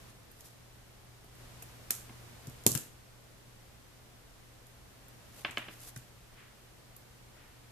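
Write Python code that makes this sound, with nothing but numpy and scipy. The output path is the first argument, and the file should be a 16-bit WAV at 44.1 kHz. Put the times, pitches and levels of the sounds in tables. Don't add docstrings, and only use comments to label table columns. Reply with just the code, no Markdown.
import sys
import numpy as np
from scipy import signal
from scipy.fft import rfft, irfft, next_fast_len
from scipy.io import wavfile
from scipy.ndimage import map_coordinates

SR = 44100
rng = np.random.default_rng(int(sys.argv[2]) if len(sys.argv) > 2 else 0)


def dump_mix(stems):
    frames = np.atleast_2d(stems).T
    limited = np.clip(frames, -1, 1)
    pcm = np.round(limited * 32767).astype(np.int16)
    wavfile.write(sys.argv[1], SR, pcm)


def convert_level_to_amplitude(level_db):
    exponent = np.asarray(level_db, float) / 20
    return 10 ** exponent


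N = 340011


def unit(x):
    return x / np.sqrt(np.mean(x ** 2) + 1e-20)


def along(points, hz):
    f, v = np.transpose(points)
    return np.interp(np.log(hz + 1), np.log(f + 1), v)


def wobble(rate):
    knots = rng.standard_normal(int(N * rate / SR) + 4)
    return map_coordinates(knots, [np.arange(N) * rate / SR])


def filtered(x, response):
    n = x.shape[-1]
    m = next_fast_len(n + 4096)
    return irfft(rfft(x, m) * response(np.fft.rfftfreq(m, 1 / SR)), m)[..., :n]


def noise(spectrum, alike):
    turn = lambda hz: np.arccos(np.clip(along(alike, hz), -1, 1)) / 2
    shape = lambda hz: convert_level_to_amplitude(along(spectrum, hz)) * [np.cos(turn(hz)), np.sin(turn(hz))]
    mid, side = filtered(rng.standard_normal((2, N)), shape)
    return unit(np.array([mid + side, mid - side]))


def add(track, s, sound):
    start = round(s * SR)
    part = track[:, start:start + sound.shape[1]]
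    part += sound[:, :part.shape[1]]


# (start [s], end [s], fade in [s], fade out [s], share of a second background [0-1])
OVERLAPS = [
    (-.1, 0.104, .02, .02, .8),
    (1.416, 2.6, .12, 0.22, 1),
    (5.3, 5.7, .5, 0.5, 0.44),
]
# (frequency [Hz], level [dB per Hz])
AIR = [(12, -40), (20, -3.5), (66, -5), (90, -7), (150, -10.5), (570, -15.5), (1500, -28), (2000, -43),
       (3300, -120)]
# (frequency [Hz], level [dB per Hz])
HISS = [(350, -33), (600, -4.5), (633, -13), (659, -3.5), (1890, -3.5), (2130, -4.5), (13700, -12.5),
        (14400, -7.5), (15000, -70)]
# (frequency [Hz], likeness [0-1])
ALIKE = [(60, 0.77), (130, 0.63), (290, 0.056), (640, 0.26), (3000, 0)]


def background():
    t = np.arange(N) / SR
    both = sum(np.interp(t, [start - fade_in, start, end, end + fade_out], [0, share, share, 0])
               for start, end, fade_in, fade_out, share in OVERLAPS)
    phase = 2 * np.pi * np.cumsum(120 + 0.21 * wobble(5.2)) / SR
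    hum_db = -61 + 6 * both + 1.1 * wobble(3.89)
    hum = convert_level_to_amplitude(hum_db) * (np.sin(phase) + convert_level_to_amplitude(-20) * np.sin(phase / 2))
    rumble_db = -59.5 + 3.5 * both + 0.24 * wobble(8)
    rumble = convert_level_to_amplitude(rumble_db) * noise(AIR, ALIKE)
    hiss = convert_level_to_amplitude(-61 + 4 * both) * noise(HISS, ALIKE)
    return hum + rumble + hiss


def strokes(rows):
    t = np.arange(N) / SR
    stroke_db = 15
    return sum(convert_level_to_amplitude(db - stroke_db * np.maximum((s - t) / rise, (t - s) / fall)) for s, db, rise, fall in rows)


# (loudest time [s], level [dB], rise [s], fall [s], dull part against the bright [dB])
SLIDES = [
    (0.096, -65, .07, .044, -1.5),
    (0.406, -58.5, 0.065, 0.027, -5),
    (0.456, -55, .02, .08, -5),
    (5.392, -52, .065, .06, 1.5),
    (5.736, -55, .05, .05, -1.5),
    (5.824, -50.5, .04, .06, -3),
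    (5.884, -48, .04, .03, -7),
]
# (frequency [Hz], level [dB per Hz])
GRIT = [(180, -16), (300, -1), (763, -3.5), (1350, -5.5), (1880, -6), (11200, -4), (14000, -4),
        (15000, -41)]


def slides():
    table_top_hz = 4200
    grit = unit(convert_level_to_amplitude(2.1 * wobble(300)) * noise(GRIT, [(1000, 0.73), (6000, 0.089)]))
    dull = filtered(grit, lambda hz: 1 / (1 + (hz / table_top_hz) ** 4))
    steel = strokes([row[:-1] for row in SLIDES]) * (grit - dull)
    wood = strokes([(s, db + dull_db, rise, fall) for s, db, rise, fall, dull_db in SLIDES]) * dull
    return steel + wood


# (frequency [Hz], time to fade by 60 dB [s])
WALLS = [(100, 0.28), (500, 0.51), (2000, 0.44), (6000, 0.35), (14000, 0.35)]


def tail(sound):
    hz, t, z = signal.stft(rng.standard_normal((2, SR // 3)), SR, nperseg=256)
    mono = np.clip(along(ALIKE, hz) + 0.2, 0, 1)[:, None]
    z[1] = mono * z[0] + np.sqrt(1 - mono ** 2) * z[1]
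    fade = convert_level_to_amplitude(-60 * t / along(WALLS, hz)[:, None])
    answer = signal.istft(z * fade, SR, nperseg=256)[1]
    answer *= np.clip(np.arange(answer.shape[1]) / SR / 0.0023, 0, 1)
    answer *= convert_level_to_amplitude(1.9 * np.repeat(rng.standard_normal(answer.shape[1] // 64), 64))
    return signal.fftconvolve(sound, convert_level_to_amplitude(-6) * answer / np.linalg.norm(answer[0]), axes=1)


ECHO_S = 0.0085


def struck(modes, length, tilt_db, scatter_db, alike, widen, low_hz, high_hz, room_db):
    u = np.arange(SR // 16) / SR / max(length, 1e-4)
    turn = np.arccos(np.clip(alike, -1, 1)) / 2
    mid, side = rng.standard_normal((2, 2, len(u))) * [[[np.cos(turn)]], [[np.sin(turn)]]]
    push = u ** .45 * np.exp(-2.4 * u) * np.array([mid + side, mid - side])
    gains = [convert_level_to_amplitude(db + tilt_db * np.log2(c / modes[0][0]) + rng.normal(0, scatter_db)) for c, w, db in modes]
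    gains = gains * (-1) ** np.arange(len(modes))

    def band(f):
        bass_cut = (1j * f / (low_hz + 1j * f)) ** 2
        return bass_cut / (1 - (f / high_hz) ** 2 + 1.3j * f / high_hz) ** 2

    def peaks(f, k):
        return band(f) * np.array([g * 1j * f * k * w / (c * c - f * f + 1j * f * k * w)
                                   for g, (c, w, db) in zip(gains, modes)])

    rings = filtered(push, lambda f: peaks(f, widen).sum(axis=0))
    rings /= np.abs(rings[:, 0].mean(axis=0)).max()
    around = filtered(np.eye(1, len(u), SR // 500), lambda f: np.linalg.norm(peaks(f, 0.97 * widen), axis=0))
    around *= np.linalg.norm(rings[0, 0]) / np.linalg.norm(around)
    sound = convert_level_to_amplitude(room_db) * tail(around)
    add(sound, 0, rings[:, 0])
    add(sound, ECHO_S, convert_level_to_amplitude(-12) * rings[:, 1])
    return sound


# (time [s], peak level [dB], brightness [dB per octave], contact length [s], resonance of
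# the touched spot [Hz])
TICKS = [(0.3152, -46, 9, 0.0036, 12000), (0.407, -42, -8, 0.0036, 12400), (1.244, -52, 6, 0.0033, 9890),
         (1.3528, -51, 3, 0.003, 9280), (1.6227, -37, -0.5, 0.0087, 11200), (2.47, -43.5, -5, 0.003, 6700),
         (2.497, -44.5, 2, 0.003, 12200), (2.637, -44, -7, 0.0034, 9960), (4.668, -51.5, 2, 0.0035, 9050),
         (5.0828, -49, 10, 0.003, 12600), (5.409, -46, -10, 0.003, 5300), (5.509, -40, -7, 0.0062, 7660),
         (5.5812, -36, -3, 0.0028, 4070), (5.803, -46, -9, 0.0021, 6100), (5.961, -42, -9, 0.0073, 6140),
         (5.975, -42, 0.1, 0.003, 12400), (6.964, -42.5, 8, 0.0051, 12800)]
# (time [s], peak level [dB], left against right [dB], contact
# length [s], resonance of the touched spot [Hz])
BLOWS = [
    (1.9062, -12.5, -2, 0.0036, 13150),
    (2.6648, -9.5, -2, 0.0025, 7300),
    (2.717, -22.5, -5, 0.0022, 7120),
    (2.7506, -24.5, 13, 0.0044, 12600),
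    (2.775, -28.5, -11.5, 0.0034, 11300),
]
# (frequency [Hz], width [Hz], level [dB])
STEEL = [(3050, 620, -17), (4180, 700, -11), (5660, 370, -5.5), (6400, 280, -1), (7280, 520, 1),
         (8400, 640, 0.5), (10060, 950, 1), (11940, 460, 3.5), (12600, 250, 6.5), (14550, 1250, -3.5)]


def jaws():
    track = np.zeros((2, N))
    tick_pan_db, blow_tilt_db = -2.2, -5.5
    light = [(s, db, tilt_db, length, tick_pan_db, hz) for s, db, tilt_db, length, hz in TICKS]
    hard = [(s, db, blow_tilt_db, length, pan_db, hz) for s, db, pan_db, length, hz in BLOWS]
    for s, db, tilt_db, length, pan_db, hz in sorted(light + hard):
        tick = struck(STEEL + [(hz, 200, -1.5)], length, tilt_db, scatter_db=0.0, alike=-0.15, widen=1.97,
                      low_hz=1980, high_hz=19100, room_db=-0.7)
        add(track, s - .0003, convert_level_to_amplitude(db + np.array([[.5], [-.5]]) * pan_db) * tick)
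    return track


# (time [s], peak level [dB], hardness [dB per octave])
THUMPS = [(1.906, -41, 7), (1.385, -53.5, 4), (1.624, -49.5, 22), (2.095, -47, 1), (2.4736, -35, -7),
          (2.663, -18.5, 2.5), (2.674, -32.5, 6), (2.714, -32.5, -7), (2.75, -26.5, -6), (3.471, -54, -4),
          (5.447, -39, 7), (5.491, -44.5, -2.5), (5.683, -45, 1), (5.573, -36.5, 3), (5.963, -39, -10),
          (1.244, -52, 9)]
# (frequency [Hz], level [dB], time to fade by 60 dB [s])
TABLE = [(125, 2, 0.067), (238.4, 1.5, 0.052), (314, -1, 0.048), (382, -1, 0.032), (468, -7, 0.02),
         (564, -20.5, 0.027), (710, -20, 0.04)]


def table():
    track = np.zeros((2, N))
    t = np.arange(SR // 5) / SR
    for s, db, hard_db in THUMPS:
        ring = sum(convert_level_to_amplitude(level + hard_db * np.log2(hz / 119) - 60 * t / t60) * np.sin(2 * np.pi * hz * t)
                   for hz, level, t60 in TABLE)
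        rise_s = 0.0012 * convert_level_to_amplitude(-.4 * hard_db)
        ring = ring * (1 - np.exp(-t / rise_s)) ** 2
        ring = filtered(ring, lambda f: (1j * f / (85 + 1j * f)) ** 2)
        ring = convert_level_to_amplitude(db + np.array([[.8], [-.8]])) * ring / np.abs(ring).max()
        add(track, s, ring)
        add(track, s, convert_level_to_amplitude(-3.0) * tail(ring))
    return track


# (time [s], peak level [dB], brightness [dB per octave], contact length [s], loudest resonance [Hz])
KNOCKS = [
    (1.623, -50, 12, 0.0071, 624),
    (1.905, -29.5, -3, 0.0051, 1300),
    (2.095, -42.5, -5.5, 0.006, 920),
    (2.665, -28, -5, 0.0046, 950),
    (2.751, -31, -3, 0.0039, 3030),
    (5.964, -41, -3, 0.0031, 1620),
]
# (frequency [Hz], width [Hz], level [dB])
HANDLE = [(635, 100, -6), (1076, 374, -3), (1570, 160, -0.5), (2070, 115, -1), (2487, 73, 1), (2704, 84, 1),
          (3000, 350, -4), (3500, 410, -14), (3800, 300, -38), (5000, 960, -22)]


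def handles():
    track = np.zeros((2, N))
    for s, db, tilt_db, length, hz in KNOCKS:
        knock = struck(HANDLE + [(hz, 120, 3)], length, tilt_db, scatter_db=2.0, alike=0.65, widen=2.04,
                       low_hz=298, high_hz=5900, room_db=0.9)
        add(track, s - .0013, convert_level_to_amplitude(db) * knock)
    return track


# (time [s], peak level [dB])
RAPS = [
    (5.448, -20.5),
    (5.5722, -20.5),
    (5.684, -36),
]
# (frequency [Hz], width [Hz], level [dB], left against right [dB])
GRIP = [(580, 60, -7, 5), (710, 60, -8, 4), (890, 90, -7, 3), (1090, 90, -4, 4), (1300, 120, -4, -1.5),
        (1600, 120, -1.5, 3), (1850, 160, -5, 1.5), (2070, 90, -3, -1.5), (2350, 150, 1.5, -4),
        (2730, 100, -1.5, 1.5), (2960, 140, 1.5, -4), (3460, 130, -5, -3), (4050, 150, -14, 1.5),
        (5100, 900, -21, -1.5)]


def raps():
    track = np.zeros((2, N))
    rebound_s, rebound_db = .0021, -3
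    for s, db in RAPS:
        push = np.zeros((1, SR // 16))
        push[0, [0, round(rebound_s * SR)]] = 1, -convert_level_to_amplitude(rebound_db)
        vary_db = rng.normal(0, 1.2, len(GRIP))

        def modes(f, widen):
            peaks = []
            for k, (c, w, level, pan_db) in enumerate(GRIP):
                gain = (-1) ** k * convert_level_to_amplitude(level + vary_db[k] + np.array([[.5], [-.5]]) * pan_db)
                peaks.append(gain * 1j * f * w / (c * c - f * f + 1j * f * widen * w))
            return np.array(peaks)

        coat = lambda f: 1 / (1 - (f / 6000) ** 2 + 1.3j * f / 6000)
        ring = filtered(push, lambda f: modes(f, widen=1.05).sum(axis=0) * coat(f))
        ring = convert_level_to_amplitude(db) * ring / np.abs(ring.mean(axis=0)).max()
        all_sides = lambda f: np.linalg.norm(modes(f, widen=2.5) * coat(1.6 * f), axis=(0, 1))
        around = filtered(np.eye(1, SR // 16, SR // 500), all_sides)
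        around *= np.linalg.norm(ring[0]) / np.linalg.norm(around)
        add(track, s, convert_level_to_amplitude(1.5) * tail(around))
        add(track, s, ring)
        add(track, s + ECHO_S, convert_level_to_amplitude(-11) * ring[::-1])
    return track


# (loudest time [s], level [dB], rise [s], fall [s])
SLEEVE = [
    (6.398, -58, 0.081, 0.19),
    (7.378, -62.5, .03, 0.34),
]
# (frequency [Hz], level [dB per Hz])
CLOTH = [(500, -25), (1100, -6), (2000, -3), (3200, -9), (5000, -24), (8000, -120)]


def sleeve():
    return strokes(SLEEVE) * noise(CLOTH, [(1000, 0.42)])


def scene():
    return background() + slides() + jaws() + table() + handles() + raps() + sleeve()


def top_cut(x):
    return signal.sosfilt(signal.butter(12, 15430, fs=SR, output="sos"), x)


def record(dry):
    top_hz = 14060
    limited = filtered(dry, lambda hz: convert_level_to_amplitude(-np.clip(0.04 * (hz - top_hz), 0, 90)))
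    return top_cut(limited)


dry = scene()
out = record(dry)
dump_mix(out)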